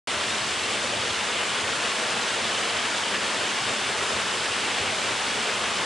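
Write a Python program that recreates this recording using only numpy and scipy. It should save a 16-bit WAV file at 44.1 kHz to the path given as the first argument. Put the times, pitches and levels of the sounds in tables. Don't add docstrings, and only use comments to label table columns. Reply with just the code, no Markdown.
import sys
import numpy as np
from scipy import signal
from scipy.fft import rfft, irfft, next_fast_len
from scipy.io import wavfile
from scipy.ndimage import uniform_filter1d, map_coordinates

SR = 44100
rng = np.random.default_rng(int(sys.argv[2]) if len(sys.argv) > 2 else 0)


def transcribe(signal):
    frames = np.atleast_2d(signal).T
    limited = np.clip(frames, -1, 1)
    pcm = np.round(limited * 32767).astype(np.int16)
    wavfile.write(sys.argv[1], SR, pcm)


N = 257984

GUSH_PER_S, RIPPLE_PER_S, FLUTTER_PER_S = 9, 26, 75


def amp(db):
    return 10 ** (np.asarray(db) / 20)


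def unit(x):
    return x / np.sqrt(np.mean(x ** 2) + 1e-20)


def along(points, hz):
    point_hz, value = np.transpose(points)
    return np.interp(np.log(hz + 1), np.log(point_hz + 1), value)


def curves(rows):
    when_s, *columns = np.transpose(rows)
    t = np.arange(N) / SR
    return [np.interp(t, when_s, column) for column in columns]


def swells(rows, width_s):
    when_s, *lifts_db = np.transpose(rows)
    distance_s = np.arange(N) / SR - when_s[:, None]
    humps = np.exp(-(distance_s / width_s) ** 2)
    return np.array(lifts_db) @ humps


def wobble(rate):
    points = rng.standard_normal(int(N * rate / SR) + 4)
    return map_coordinates(points, [np.arange(N) * rate / SR])


def filtered(x, response):
    size = next_fast_len(N + SR // 2)
    gain = response(np.fft.rfftfreq(size, 1 / SR))
    return irfft(rfft(x, size) * gain, size)[..., :N]


def wash(patchy_db):
    noise = signal.stft(rng.standard_normal((2, N)), nperseg=512)[2]
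    patches = rng.standard_normal(noise.shape[1:])
    patches = uniform_filter1d(patches, size=7, axis=0)
    patches = uniform_filter1d(patches, size=8, axis=1)
    patchy = noise * amp(patchy_db * unit(patches))
    return unit(signal.istft(patchy, nperseg=512)[1][:, :N])


def bubbles(count, low_hz, high_hz, cycles, rise, spread_db, size):
    when, pitch, life, strength, place = rng.random((count, 5)).T[:, :, None]
    hz = low_hz * (high_hz / low_hz) ** pitch
    t = np.arange(size) / SR
    age = t * hz / (cycles * (.5 + life))
    gain = hz * amp(-spread_db * np.log(.02 + .98 * strength))
    climb = 1 + rise * np.minimum(age, 1) / 2
    ring = gain * amp(-60 * age) * np.sin(2 * np.pi * hz * t * climb)
    at = ((when * N).astype(int) + np.arange(size)).ravel()
    mid = np.bincount(at, ring.ravel(), N)[:N]
    side = np.bincount(at, (ring * (2 * place - 1)).ravel(), N)[:N]
    return np.array([unit(mid), unit(side)])


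def among_rocks(x, echo_db, t60):
    step = SR // 8
    t = np.arange(step) / SR
    pieces = np.pad(x, ((0, 0), (0, -N % step))).reshape(2, -1, step)
    tails = rng.standard_normal(pieces.shape) * amp(-60 * t / t60)
    rung = irfft(rfft(pieces, 2 * step) * rfft(tails, 2 * step))
    spill = np.roll(rung[..., step:], 1, axis=1)
    echo = (rung[..., :step] + spill).reshape(2, -1)[:, :N]
    return unit(unit(x) + amp(echo_db) * unit(echo))


def heard(x, spectrum):
    # pitch_hz, side_minus_mid_db
    width = [(30, -3), (55, -6), (90, -20), (130, -18), (168, -16), (220, -22), (310, -16.5), (520, -19.5),
             (800, -7.5), (1200, -8.3), (2330, -12), (2430, -28), (2900, -50), (3450, -49), (3650, -32),
             (4580, -26), (4750, -8), (6500, -6.5), (9200, 0), (11000, -1.5)]

    def colour(hz):
        widths = np.array([np.ones_like(hz), amp(along(width, hz))])
        return amp(along(spectrum, hz)) * widths

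    mid, side = filtered(x, colour)
    return np.array([mid + side, mid - side]) / np.std(mid)


def spray(flow_db):
    # pitch_hz, level_db
    spray_colour = [(150, -120), (900, -9.5), (1700, -5), (2300, -2.5), (3030, 0.5), (3300, -0.8),
                    (3550, -1.5), (3900, -4), (4900, -6.5), (5700, -9), (8200, -11), (9400, -14.5),
                    (10200, -22), (11000, -26), (11600, -38)]
    base_db, sway_db = -29, 0.07
    patter_db = -17.5
    fizz = bubbles(count=9000, low_hz=1699, high_hz=10600, cycles=39, rise=0.096, spread_db=2.5, size=400)
    slaps = bubbles(count=7000, low_hz=1510, high_hz=10100, cycles=1.9, rise=.05, spread_db=4.5, size=80)
    patter = bubbles(count=800, low_hz=1400, high_hz=3700, cycles=2.8, rise=.05, spread_db=0.5, size=130)
    drops = among_rocks(fizz + amp(-2.5) * slaps, echo_db=1.0, t60=0.14)
    foam = wash(patchy_db=0.2) + amp(-8) * drops + amp(patter_db) * patter
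    level_db = base_db + flow_db + sway_db * wobble(GUSH_PER_S)
    return amp(level_db) * heard(foam, spray_colour)


def churn(flow_db):
    # pitch_hz, level_db
    churn_colour = [(50, -120), (170, -35), (300, -8.5), (370, 0.9), (470, 0.3), (680, 0), (790, -1.2),
                    (880, 0.9), (970, -1), (1090, 0.5), (1300, -0.5), (1500, 0), (2000, -3.5), (2600, -6),
                    (4500, -50), (15000, -120)]
    base_db, sway_db = -31, 0.07
    gurgle = bubbles(count=8000, low_hz=418.0, high_hz=2586, cycles=12.2, rise=0.14, spread_db=1.6, size=820)
    water = wash(patchy_db=0.15) + amp(-10.0) * among_rocks(gurgle, echo_db=-3.5, t60=0.14)
    level_db = base_db + flow_db + sway_db * wobble(GUSH_PER_S)
    return amp(level_db) * heard(water, churn_colour)


def plunge():
    # pitch_hz, level_db
    plunge_colour = [(12, -55), (26, -20), (42, -20.5), (65, -9.5), (91, -1.5), (105, -4.5), (130, -2),
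                     (168, -9), (198, 1.4), (235, 0.8), (290, -3), (350, -6.5), (600, -41), (1500, -120)]
    # time_s, lift_db
    boom = [(0.4, -1), (1.2, 1), (2.0, -3), (3.3, -3.5), (4.4, -2), (5.0, 0.5), (5.6, -2)]
    base_db, sway_db = -43, 0.5
    throb_per_s, throb_db = 21, 1.8
    deep_hz = 133
    clouds = heard(unit(rng.standard_normal((2, N))), plunge_colour)
    deep = filtered(clouds, lambda hz: 1 / (1 + (hz / deep_hz) ** 8))
    boom_db, = curves(boom)
    throb = amp(boom_db) * unit(amp(throb_db * wobble(throb_per_s)))
    throbbing = clouds + (throb - 1) * deep
    return amp(base_db + sway_db * wobble(GUSH_PER_S)) * throbbing


def gulping(pool):
    # time_s, pitch_hz, lift_db
    gulps = [(0.19, 80, 5), (0.29, 220, 3), (0.73, 500, 3.5), (0.77, 220, 3), (0.90, 220, 2),
             (0.95, 480, 4.5), (0.96, 95, 4.5), (0.98, 210, 4.5), (1.09, 90, 4), (1.65, 90, 5),
             (2.01, 230, 5), (2.17, 210, 4), (2.36, 500, 2.5), (2.43, 90, 7), (2.58, 90, 6), (2.71, 90, 6),
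             (2.97, 45, 14), (3.16, 220, 4), (3.42, 480, 4), (3.46, 220, 3), (3.68, 105, 9), (4.01, 450, 3),
             (4.03, 100, 6), (4.11, 520, 2.5), (4.19, 90, 8), (4.36, 90, 4), (4.64, 90, 7),
             (4.66, 430, 2.5), (4.77, 220, 3.5), (4.82, 95, 7), (4.90, 95, 5), (4.98, 500, 2.5),
             (5.09, 90, 8), (5.61, 90, 6), (5.82, 220, 4)]
    gulp_s, gulp_octaves = 0.038, 0.64
    when_s, pitch_hz, lift_db = np.transpose(gulps)
    hz, t, spectrum = signal.stft(pool, SR, nperseg=2048, noverlap=1536)
    octaves_off = np.log2((hz[:, None] + 1) / pitch_hz)
    in_pitch = np.exp(-(octaves_off / gulp_octaves) ** 2)
    in_time = np.exp(-((t - when_s[:, None]) / gulp_s) ** 2)
    lifted = spectrum * amp((lift_db * in_pitch) @ in_time)
    return signal.istft(lifted, SR, nperseg=2048, noverlap=1536)[1][:, :N]


def scene():
    # time_s, level_db
    flow = [(0.2, -0.6), (1.05, -1), (1.7, -0.1), (2.0, 0.1), (3.3, 0.1), (4.3, 0), (4.8, 0.2),
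            (5.25, -0.6), (5.8, 0.5)]
    # time_s, churn_lift_db, spray_lift_db, mist_lift_db
    slops = [(0.31, 1, 1, 0), (0.75, -0.5, 0.5, -0.3), (0.98, -0.5, 0.5, -0.5), (1.20, 0.8, 1.5, 0.2),
             (1.41, 2.5, 1.5, -0.5), (1.56, 1.6, 0, 0.6), (1.86, 1, 1, 1), (2.02, 1.8, 0.5, 0.6),
             (2.29, -1, 1.5, 1), (2.42, 0.5, 0.5, 0.2), (2.56, -1, 1, 0.5), (2.98, 0.3, -0.5, 1.1),
             (3.07, -0.5, 0.7, 0), (3.13, 0, 1.7, -0.5), (3.19, -1, -1.5, -0.5), (3.47, 1, 1.5, 0.5),
             (3.62, -1.5, -0.4, 0), (3.69, 3, 1, 0.8), (3.76, 0, 0, 0.2), (3.95, 0, -0.4, -0.5),
             (4.11, 1.7, -1.5, 0.8), (4.19, 1.5, 1.2, -0.3), (4.25, -1, -2, 0), (4.44, -0.2, -0.5, 0.8),
             (4.68, 0.5, 0.8, -0.5), (4.77, 0.3, 2, 0), (4.89, 0.5, 1.5, -1), (5.09, 3, 0, 0.5),
             (5.16, -1, -0.5, -0.3), (5.33, -0.3, 1, -0.5), (5.51, 1.5, 1.3, 0), (5.65, 1.5, 1.5, 0.2)]
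    # time_s, spray_lift_db
    splashes = [(2.772, 3.5), (3.069, 1.8), (3.147, 4.5)]
    gush_share, flutter_share = 0.41, 0.94
    churn_surge_db, spray_surge_db = 0.14, 0.26
    spray_follows = 0.21
    mist_hz = 3700

    drift_db, = curves(flow)
    churn_lift_db, spray_lift_db, mist_lift_db = swells(slops, width_s=0.025)
    splash_db, = swells(splashes, width_s=0.009)
    gush = gush_share * wobble(GUSH_PER_S)
    flutter = flutter_share * wobble(FLUTTER_PER_S)
    surge = unit(gush + wobble(RIPPLE_PER_S) + flutter)

    drops = spray(spray_follows * drift_db + spray_surge_db * surge)
    coarse = filtered(drops, lambda hz: 1 / (1 + (hz / mist_hz) ** 12))
    mist = drops - coarse
    water = churn(drift_db + churn_lift_db + churn_surge_db * surge)
    pool = gulping(plunge() + water)
    return pool + amp(spray_lift_db + splash_db) * coarse + amp(mist_lift_db) * mist


def record(dry):
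    # pitch_hz, left_minus_right_db
    lean = [(200, 0), (350, 1.2), (490, -0.1), (850, 1.9), (1200, 2.5), (1400, -1), (1550, 1), (1900, 1.3),
            (2700, 0), (4400, -0.3), (4900, 2.5), (5900, -1.2), (7100, 1.5), (8100, 3), (9600, -6.5),
            (10600, -2.6)]
    start_s, top_hz = 0.073, 11550
    pair = filtered(dry, lambda hz: amp(np.outer([.5, -.5], along(lean, hz))))
    started = pair * (np.arange(N) / SR >= start_s)
    return filtered(started, lambda hz: 1 / np.sqrt(1 + (hz / top_hz) ** 160))


dry = scene()
out = record(dry)
transcribe(out)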